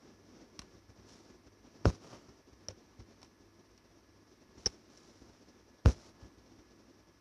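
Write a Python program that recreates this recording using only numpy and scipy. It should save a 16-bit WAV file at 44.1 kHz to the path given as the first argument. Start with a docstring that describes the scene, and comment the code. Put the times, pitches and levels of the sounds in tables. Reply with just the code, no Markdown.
"""Low room noise and a faint hum, with a hand rustling on an embroidery hoop close to a small microphone.
The needle ticks as its point catches on strands, and fingers nudge the stretched cloth. Twice the eye
pops through: a snap coloured by the microphone's body, the cloth booming like a slack drum, and thread
rasping and hissing after it. The room is quiet, and at this distance little of it comes back."""
import sys
import numpy as np
from scipy import signal
from scipy.fft import rfft, irfft
from scipy.io import wavfile

SR = 44100
rng = np.random.default_rng(int(sys.argv[2]) if len(sys.argv) > 2 else 0)


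def master_out(mix):
    """Clip the mix to full scale and print it as 16-bit PCM to the path in sys.argv[1]."""
    frames = np.transpose(np.atleast_2d(mix))
    ceiling = np.clip(frames, -1, 1)
    pcm = np.round(ceiling * 32767).astype(np.int16)
    wavfile.write(sys.argv[1], SR, pcm)


N = 317916
TIME = np.arange(N) / SR

# Spectra, all (frequency [Hz], relative level per Hz [dB])
AIR_SPECTRUM = [(20, -29), (40, 2), (57, 10.5), (80, 3), (130, -5.5), (300, -2.5), (650, -17.5),
                (1050, -5.5), (1500, -12), (2100, -12.5), (3100, -20.5), (5000, -21.5), (6200, -24),
                (7500, -61), (14000, -75)]  # steady air in the room
DRONE_SPECTRUM = [(60, -22.5), (150, -9), (230, -2.5), (340, -0.5), (450, -8), (650, -11.5), (1200, -26.5),
                  (3000, -29), (6000, -27.5), (8000, -45), (14000, -58.5)]  # the room's low drone
BRUSH_SPECTRUM = [(40, -7), (130, -4.5), (230, 4), (360, 3), (600, -9), (1300, -15), (3000, -23),
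                  (6000, -24), (14000, -65)]  # a fingertip on cloth
HISS_SPECTRUM = [(300, -13), (1300, 6), (2000, 4), (2700, 2), (3300, 3), (3850, 6), (4700, 6), (6800, 2),
                 (8000, -5.5), (9600, -10), (10300, -6.5), (11200, -12), (14000, -42)]  # thread sliding through the weave
RUSTLE_SPECTRUM = [(40, -18), (120, 6.5), (400, 6), (800, -0.5), (1250, -2), (1700, -12.5), (3000, -13),
                   (6000, -36)]  # cloth under the thread's pull
CRACK_SPECTRUM = [(80, 16), (400, 0), (900, 3.5), (1400, 0), (2050, -0.5), (2700, -1.5), (3500, -5),
                  (4300, -2.5), (5500, -9.5), (7500, -13), (10000, -18.5), (14000, -31)]  # the point catching
STRAIN_SPECTRUM = [(30, -18), (70, 24.5), (120, -19), (300, 3.5), (700, -17.5), (2000, -24), (7000, -37),
                   (14000, -69)]  # cloth groaning under the eye
MIC_BODY_SPECTRUM = [(60, -16), (200, -2.5), (420, -3), (600, -3), (800, -13), (1020, -12), (1450, -11.5),
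                     (2050, -31), (2700, -23.5), (3600, -39), (5300, -29), (6600, -62), (8000, -74),
                     (14000, -102)]  # the snap as coloured by the microphone's body, notched near 2 kHz
RASP_SPECTRUM = [(60, 12), (300, 19.5), (700, 9), (1350, 4), (2000, -6), (2700, -3.5), (3300, -11),
                 (3900, -5), (5000, -7.5), (6800, -8), (7500, -23), (8200, -15.5), (9200, -19.5),
                 (14000, -33)]  # doubled thread following the eye
CIRCUIT_SPECTRUM = [(25, 15), (100, -6), (1000, -1.5), (7000, -2), (10000, -2), (14000, -4)]  # microphone circuit noise, rising in the deep bass

# An appliance in the room: (frequency [Hz], rms level [dB])
HUM_LINES = [(100, -74.5), (333.8, -78.5), (899, -87.5), (1701, -84)]
# The room's decay: (frequency [Hz], time to fall 60 dB [s])
ROOM_DECAY = [(100, 0.34), (500, 0.15), (2000, 0.22), (6000, 0.22), (14000, 0.28)]
# Modes of the stretched cloth: (frequency [Hz], level [dB], time to fall 60 dB [s])
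CLOTH_MODES = [(66.3, 3.5, 0.095), (95.1, 4.5, 0.094), (157, -14.5, 0.13), (198, -19.5, 0.096),
               (254, -16.5, 0.11), (362, -21.5, 0.16), (385, -24, .1), (469.5, -13.5, 0.065),
               (518, -23.5, 0.16), (620, -32, .08)]
# The hand shifts its grip on the hoop: (start [s], end [s], rustle [dB])
GRIP_SHIFTS = [(0.054, 0.075, -60), (0.33, 0.43, -59.5), (0.556, 0.753, -63), (1.042, 1.31, -64),
               (1.666, 2.313, -62.5), (2.612, 3.26, -66.5), (4.39, 5.603, -67.5), (6.18, 6.926, -67.5)]
# Fingers nudge the hoop: (time [s], cloth [dB], overtones [dB], brush [dB])
HOOP_NUDGES = [(.735, -53, 7, -64), (0.888, -48, -18, -57), (0.983, -49, -8, -59), (1.289, -56, 0, -56),
               (1.46, -50, -11, -57), (2.131, -51, -4, -53), (2.28, -48.5, -3, -56.5),
               (2.521, -50, -14, -58), (2.694, -48, 14, -49), (2.989, -40, -9, -55), (4.57, -47.5, 0, -54),
               (5.211, -49, -6, -58), (5.282, -49.5, -10, -58.5), (6.221, -41.5, -16, -61),
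               (6.37, -52, -5, -65), (6.581, -48, -14, -59)]
# Thread is drawn through: (time at full speed [s], hold [s], release [s], hiss [dB], rustle [dB])
THREAD_PULLS = [(1.098, 0.022, 0.12, -66, -68), (1.90, 0.055, .015, -66.5, -58),
                (2.036, 0.071, 0.11, -67.5, -57), (2.13, 0.025, 0.015, -72.5, -58.5),
                (4.605, 0.087, 0.074, -69, -65), (4.924, .14, .3, -72, -72), (5.268, 0.018, 0.12, -91, -72),
                (5.896, 0.028, 0.018, -58, -52), (5.987, .11, 0.016, -68.5, -62),
                (6.218, .03, .04, -76.5, -63)]
# The point catches on a strand: (time [s], crack [dB], ping [dB], ping pitch [Hz],
# push on the cloth [dB], strand [dB], strand pitch [Hz])
NEEDLE_TICKS = [(0.5917, -34.5, -42, 5660, -78, -53, 4076), (0.617, -49, -70, 5500, -61, -53, 1060),
                (2.6844, -39.5, -33.5, 5560, -46.5, -39, 550), (3.217, -62, -59, 5500, -81, -76, 1000),
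                (3.2294, -52, -52.5, 5320, -66, -70, 1000), (3.246, -62, -62, 5500, -78, -76, 1000),
                (3.777, -64, -62, 5550, -87, -76, 1000), (4.658, -61, -34, 6000, -74, -43, 1800),
                (4.6596, -38, -23, 5540, -50, -44, 2970), (4.662, -32, -25, 5230, -46, -31, 432),
                (4.6664, -38, -23.5, 5500, -53, -46, 850), (4.6721, -41, -36.5, 5380, -54, -45, 445),
                (4.974, -69, -55, 5700, -76, -63, 400)]
# The eye pops through: (time [s], direction up or down [signed gain], snap [dB], boom lag [s],
# boom [dB], rocking mode [dB], overtones [dB], rasp [dB], rasp length [s], strain [dB],
# strand [dB], strand pitch [Hz])
EYE_POPS = [(1.8554, 0.86, -9.5, 0.00657, -21, 1, 5, -39, 0.05, -28.5, -28, 169.4),
            (5.859, -1.14, -12, 0.0012, -13, -6, 0.5, -38.5, 0.049, -26, -45, 467)]


def amp(db):
    return 10 ** (np.asarray(db) / 20)


def unit_rms(x):
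    return x / np.sqrt(np.mean(x ** 2) + 1e-20)


def value_at(points, hz):
    """Interpolates a table over a log-frequency axis."""
    f, value = np.transpose(points)
    return np.interp(np.log(hz + 1), np.log(f + 1), value)


def colour(x, spectrum):
    """Shapes x by a spectrum; rms 1."""
    gain = amp(value_at(spectrum, np.fft.rfftfreq(len(x), 1 / SR)))
    return unit_rms(irfft(rfft(x) * gain, len(x)))


def noise(spectrum, size=N):
    return colour(rng.standard_normal(size), spectrum)


def add(mix, at, sound):
    part = mix[round(at * SR):][:len(sound)]
    part += sound[:len(part)]


def wander(top_hz):
    """A random curve moving at rates from 1 Hz to top_hz; rms 1."""
    hz = np.fft.rfftfreq(N, 1 / SR)
    return unit_rms(irfft(rfft(rng.standard_normal(N)) * (hz > 1) * (hz < top_hz), N))


def stroke(at, hold, attack, release):
    """An envelope that swells up to the given time, holds, and dies away."""
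    return np.exp(-(np.maximum(at - TIME, 0) / attack) ** 2 - np.maximum(TIME - at - hold, 0) / release)


def burst(hz, rise_s):
    """A short tone that swells to its peak in rise_s and soon dies."""
    t = TIME[:SR // 10]
    return (t / rise_s * np.exp(1 - t / rise_s)) ** 4 * np.sin(2 * np.pi * hz * t)


def click(spectrum, size=4096):
    """A minimum-phase click with the given spectrum; peak 1."""
    hz = abs(np.fft.fftfreq(size, 1 / SR))
    log_gain = np.log(amp(value_at(spectrum, hz)))
    pulse = np.fft.ifft(np.exp(np.conj(signal.hilbert(log_gain)))).real[:size // 2]
    return pulse / abs(pulse).max()


def room_tone(air_db=-69, drone_db=-67, flutter_db=3.5, waver_db=2.9):
    """The bed under the needlework: steady air, a fluttering drone and an appliance's wavering hum."""
    air = amp(air_db) * noise(AIR_SPECTRUM)
    drone = amp(drone_db + flutter_db * wander(top_hz=22)) * noise(DRONE_SPECTRUM)
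    hum = np.zeros(N)
    for hz, db in HUM_LINES:
        peak = np.sqrt(2) * amp(db + waver_db * wander(top_hz=5))
        hum += peak * np.sin(2 * np.pi * (hz * TIME + rng.random()))
    return air + drone + hum


def room_reverb(x):
    """What the room sends back: a diffuse tail, each band dying at its own speed."""
    hz, t, bands = signal.stft(rng.standard_normal(SR // 2), SR, nperseg=256)
    decay = amp(-60 * t / value_at(ROOM_DECAY, hz)[:, None])
    _, tail = signal.istft(bands * decay, SR, nperseg=256)
    return signal.fftconvolve(x, tail / np.linalg.norm(tail))[:N]


def cloth_ring(overtones_db, contact_s, rocking_db=0):
    """Pushed cloth rings like a drum; an off-centre push favours the rocking mode and the overtones."""
    t = TIME[:SR // 2]
    weights_db = [0, rocking_db] + [overtones_db] * (len(CLOTH_MODES) - 2)
    ring = sum(amp(db + weight_db - 60 * t / t60) * np.sin(2 * np.pi * hz * t)
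               for weight_db, (hz, db, t60) in zip(weights_db, CLOTH_MODES))
    return ring * (1 - np.exp(-t / contact_s))


def hand_on_hoop(ease_s=0.067, fidget_db=2, brush_lag_s=0.014, brush_width_s=0.01):
    """Handling noise: soft fingers push the cloth and brush it, unevenly as the grip keeps changing."""
    pushes = np.zeros(N)
    grips = [amp(db) * stroke(start, end - start, ease_s, ease_s) for start, end, db in GRIP_SHIFTS]
    touch = np.max(grips, axis=0) * amp(fidget_db * wander(top_hz=14))
    for at, cloth_db, overtones_db, brush_db in HOOP_NUDGES:
        add(pushes, at, amp(cloth_db) * cloth_ring(overtones_db, contact_s=0.01))
        brush = amp(brush_db) * np.exp(-((TIME - at - brush_lag_s) / brush_width_s) ** 2)
        touch = np.hypot(touch, brush)
    return pushes + touch * noise(BRUSH_SPECTRUM)


def fibre_slips(size, per_s, spread_db):
    """Fibres slip past each other in a random train of tiny, uneven impulses."""
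    strength = amp(spread_db * np.minimum(rng.exponential(1, size), 4))
    return strength * rng.standard_normal(size) * (rng.random(size) < per_s / SR)


def thread_pulls(attack_s=0.027, judder_db=1.0):
    """Thread gathers speed through the weave in a fine, juddering hiss; the tensed cloth rustles too."""
    hiss = colour(fibre_slips(N, per_s=6000, spread_db=0), HISS_SPECTRUM)
    rustle = colour(fibre_slips(N, per_s=2500, spread_db=-0.5), RUSTLE_SPECTRUM)
    out = np.zeros(N)
    for at, hold, release, hiss_db, rustle_db in THREAD_PULLS:
        out += stroke(at, hold, attack_s, release) * (amp(hiss_db) * hiss + amp(rustle_db) * rustle)
    return out * amp(judder_db * wander(top_hz=65))


def needle_ticks(rise_s=0.0002, crack_decay_s=0.0026, tail_decay_s=0.016, firm_crack_db=-36):
    """The point catches: a dry crack, settling fibres, a ping, a plucked strand, a push on the cloth."""
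    out, t = np.zeros(N), TIME[:SR // 10]
    onset = 1 - np.exp(-t / rise_s)
    for at, crack_db, ping_db, ping_hz, push_db, strand_db, strand_hz in NEEDLE_TICKS:
        # The settling tail lies 19.5 dB under a firm crack and grows more slowly than the crack.
        tail_db = firm_crack_db - 19.5 + 0.3 * (crack_db - firm_crack_db)
        fade = amp(crack_db) * np.exp(-t / crack_decay_s) + amp(tail_db) * np.exp(-t / tail_decay_s)
        add(out, at, onset * fade * noise(CRACK_SPECTRUM, len(t)))
        add(out, at, amp(ping_db) * burst(ping_hz, rise_s=0.0009))
        add(out, at, amp(strand_db) * burst(strand_hz, rise_s=0.0042))
        add(out, at, amp(push_db) * cloth_ring(overtones_db=2, contact_s=0.001))
    return out


def eye_pops(strain_lead_s=0.012, strain_width_s=0.0049, strand_lag_s=0.0034, rasp_fall_s=0.0045):
    """The weave strains, then frees the eye: a snap, a boom, a twanging strand and rasping thread."""
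    out, t = np.zeros(N), TIME[:SR // 4]
    swell = np.exp(-(t / strain_width_s - 2) ** 2)  # peaks just before the snap
    first_grip = 1 + 3.3 * np.exp(-t / 0.00033)  # the rasp bites hardest at its start
    for (at, direction, snap_db, boom_lag, boom_db, rocking_db, overtones_db,
         rasp_db, rasp_length, strain_db, strand_db, strand_hz) in EYE_POPS:
        add(out, at - strain_lead_s, amp(strain_db) * swell * noise(STRAIN_SPECTRUM, len(t)))
        add(out, at, direction * amp(snap_db) * click(MIC_BODY_SPECTRUM))
        boom = cloth_ring(overtones_db, contact_s=0.00092, rocking_db=rocking_db)
        add(out, at + boom_lag, amp(boom_db) * boom)
        add(out, at + strand_lag_s, amp(strand_db) * burst(strand_hz, rise_s=0.017))
        grip = first_grip / (1 + np.exp((t - rasp_length) / rasp_fall_s))
        rasp = colour(fibre_slips(len(t), per_s=20000, spread_db=5.5), RASP_SPECTRUM)
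        add(out, at, amp(rasp_db) * grip * rasp)
    return out


def scene(reverb_db=-28):
    """One microphone close to the hoop: nearly all direct sound, over the room tone."""
    needlework = eye_pops() + needle_ticks() + hand_on_hoop() + thread_pulls()
    return (needlework + amp(reverb_db) * room_reverb(needlework) + room_tone())[None]


def record(dry, port_hz=5620, port_q=7, port_db=5.5, low_cut_hz=46, circuit_db=-82, top_hz=14330):
    """The small microphone's port rings in the treble; then bass cut, circuit hiss and the band limit."""
    port_ring = amp(port_db) * signal.lfilter(*signal.iirpeak(port_hz, port_q, SR), dry)
    low_cut = signal.butter(5, low_cut_hz, "highpass", fs=SR, output="sos")
    heard = signal.sosfilt(low_cut, dry + port_ring)
    heard += amp(circuit_db) * noise(CIRCUIT_SPECTRUM)
    band_limit = signal.firwin(511, top_hz, window=("kaiser", 7), fs=SR)
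    return signal.oaconvolve(heard, band_limit[None], "same")


dry = scene()
out = record(dry)
master_out(out)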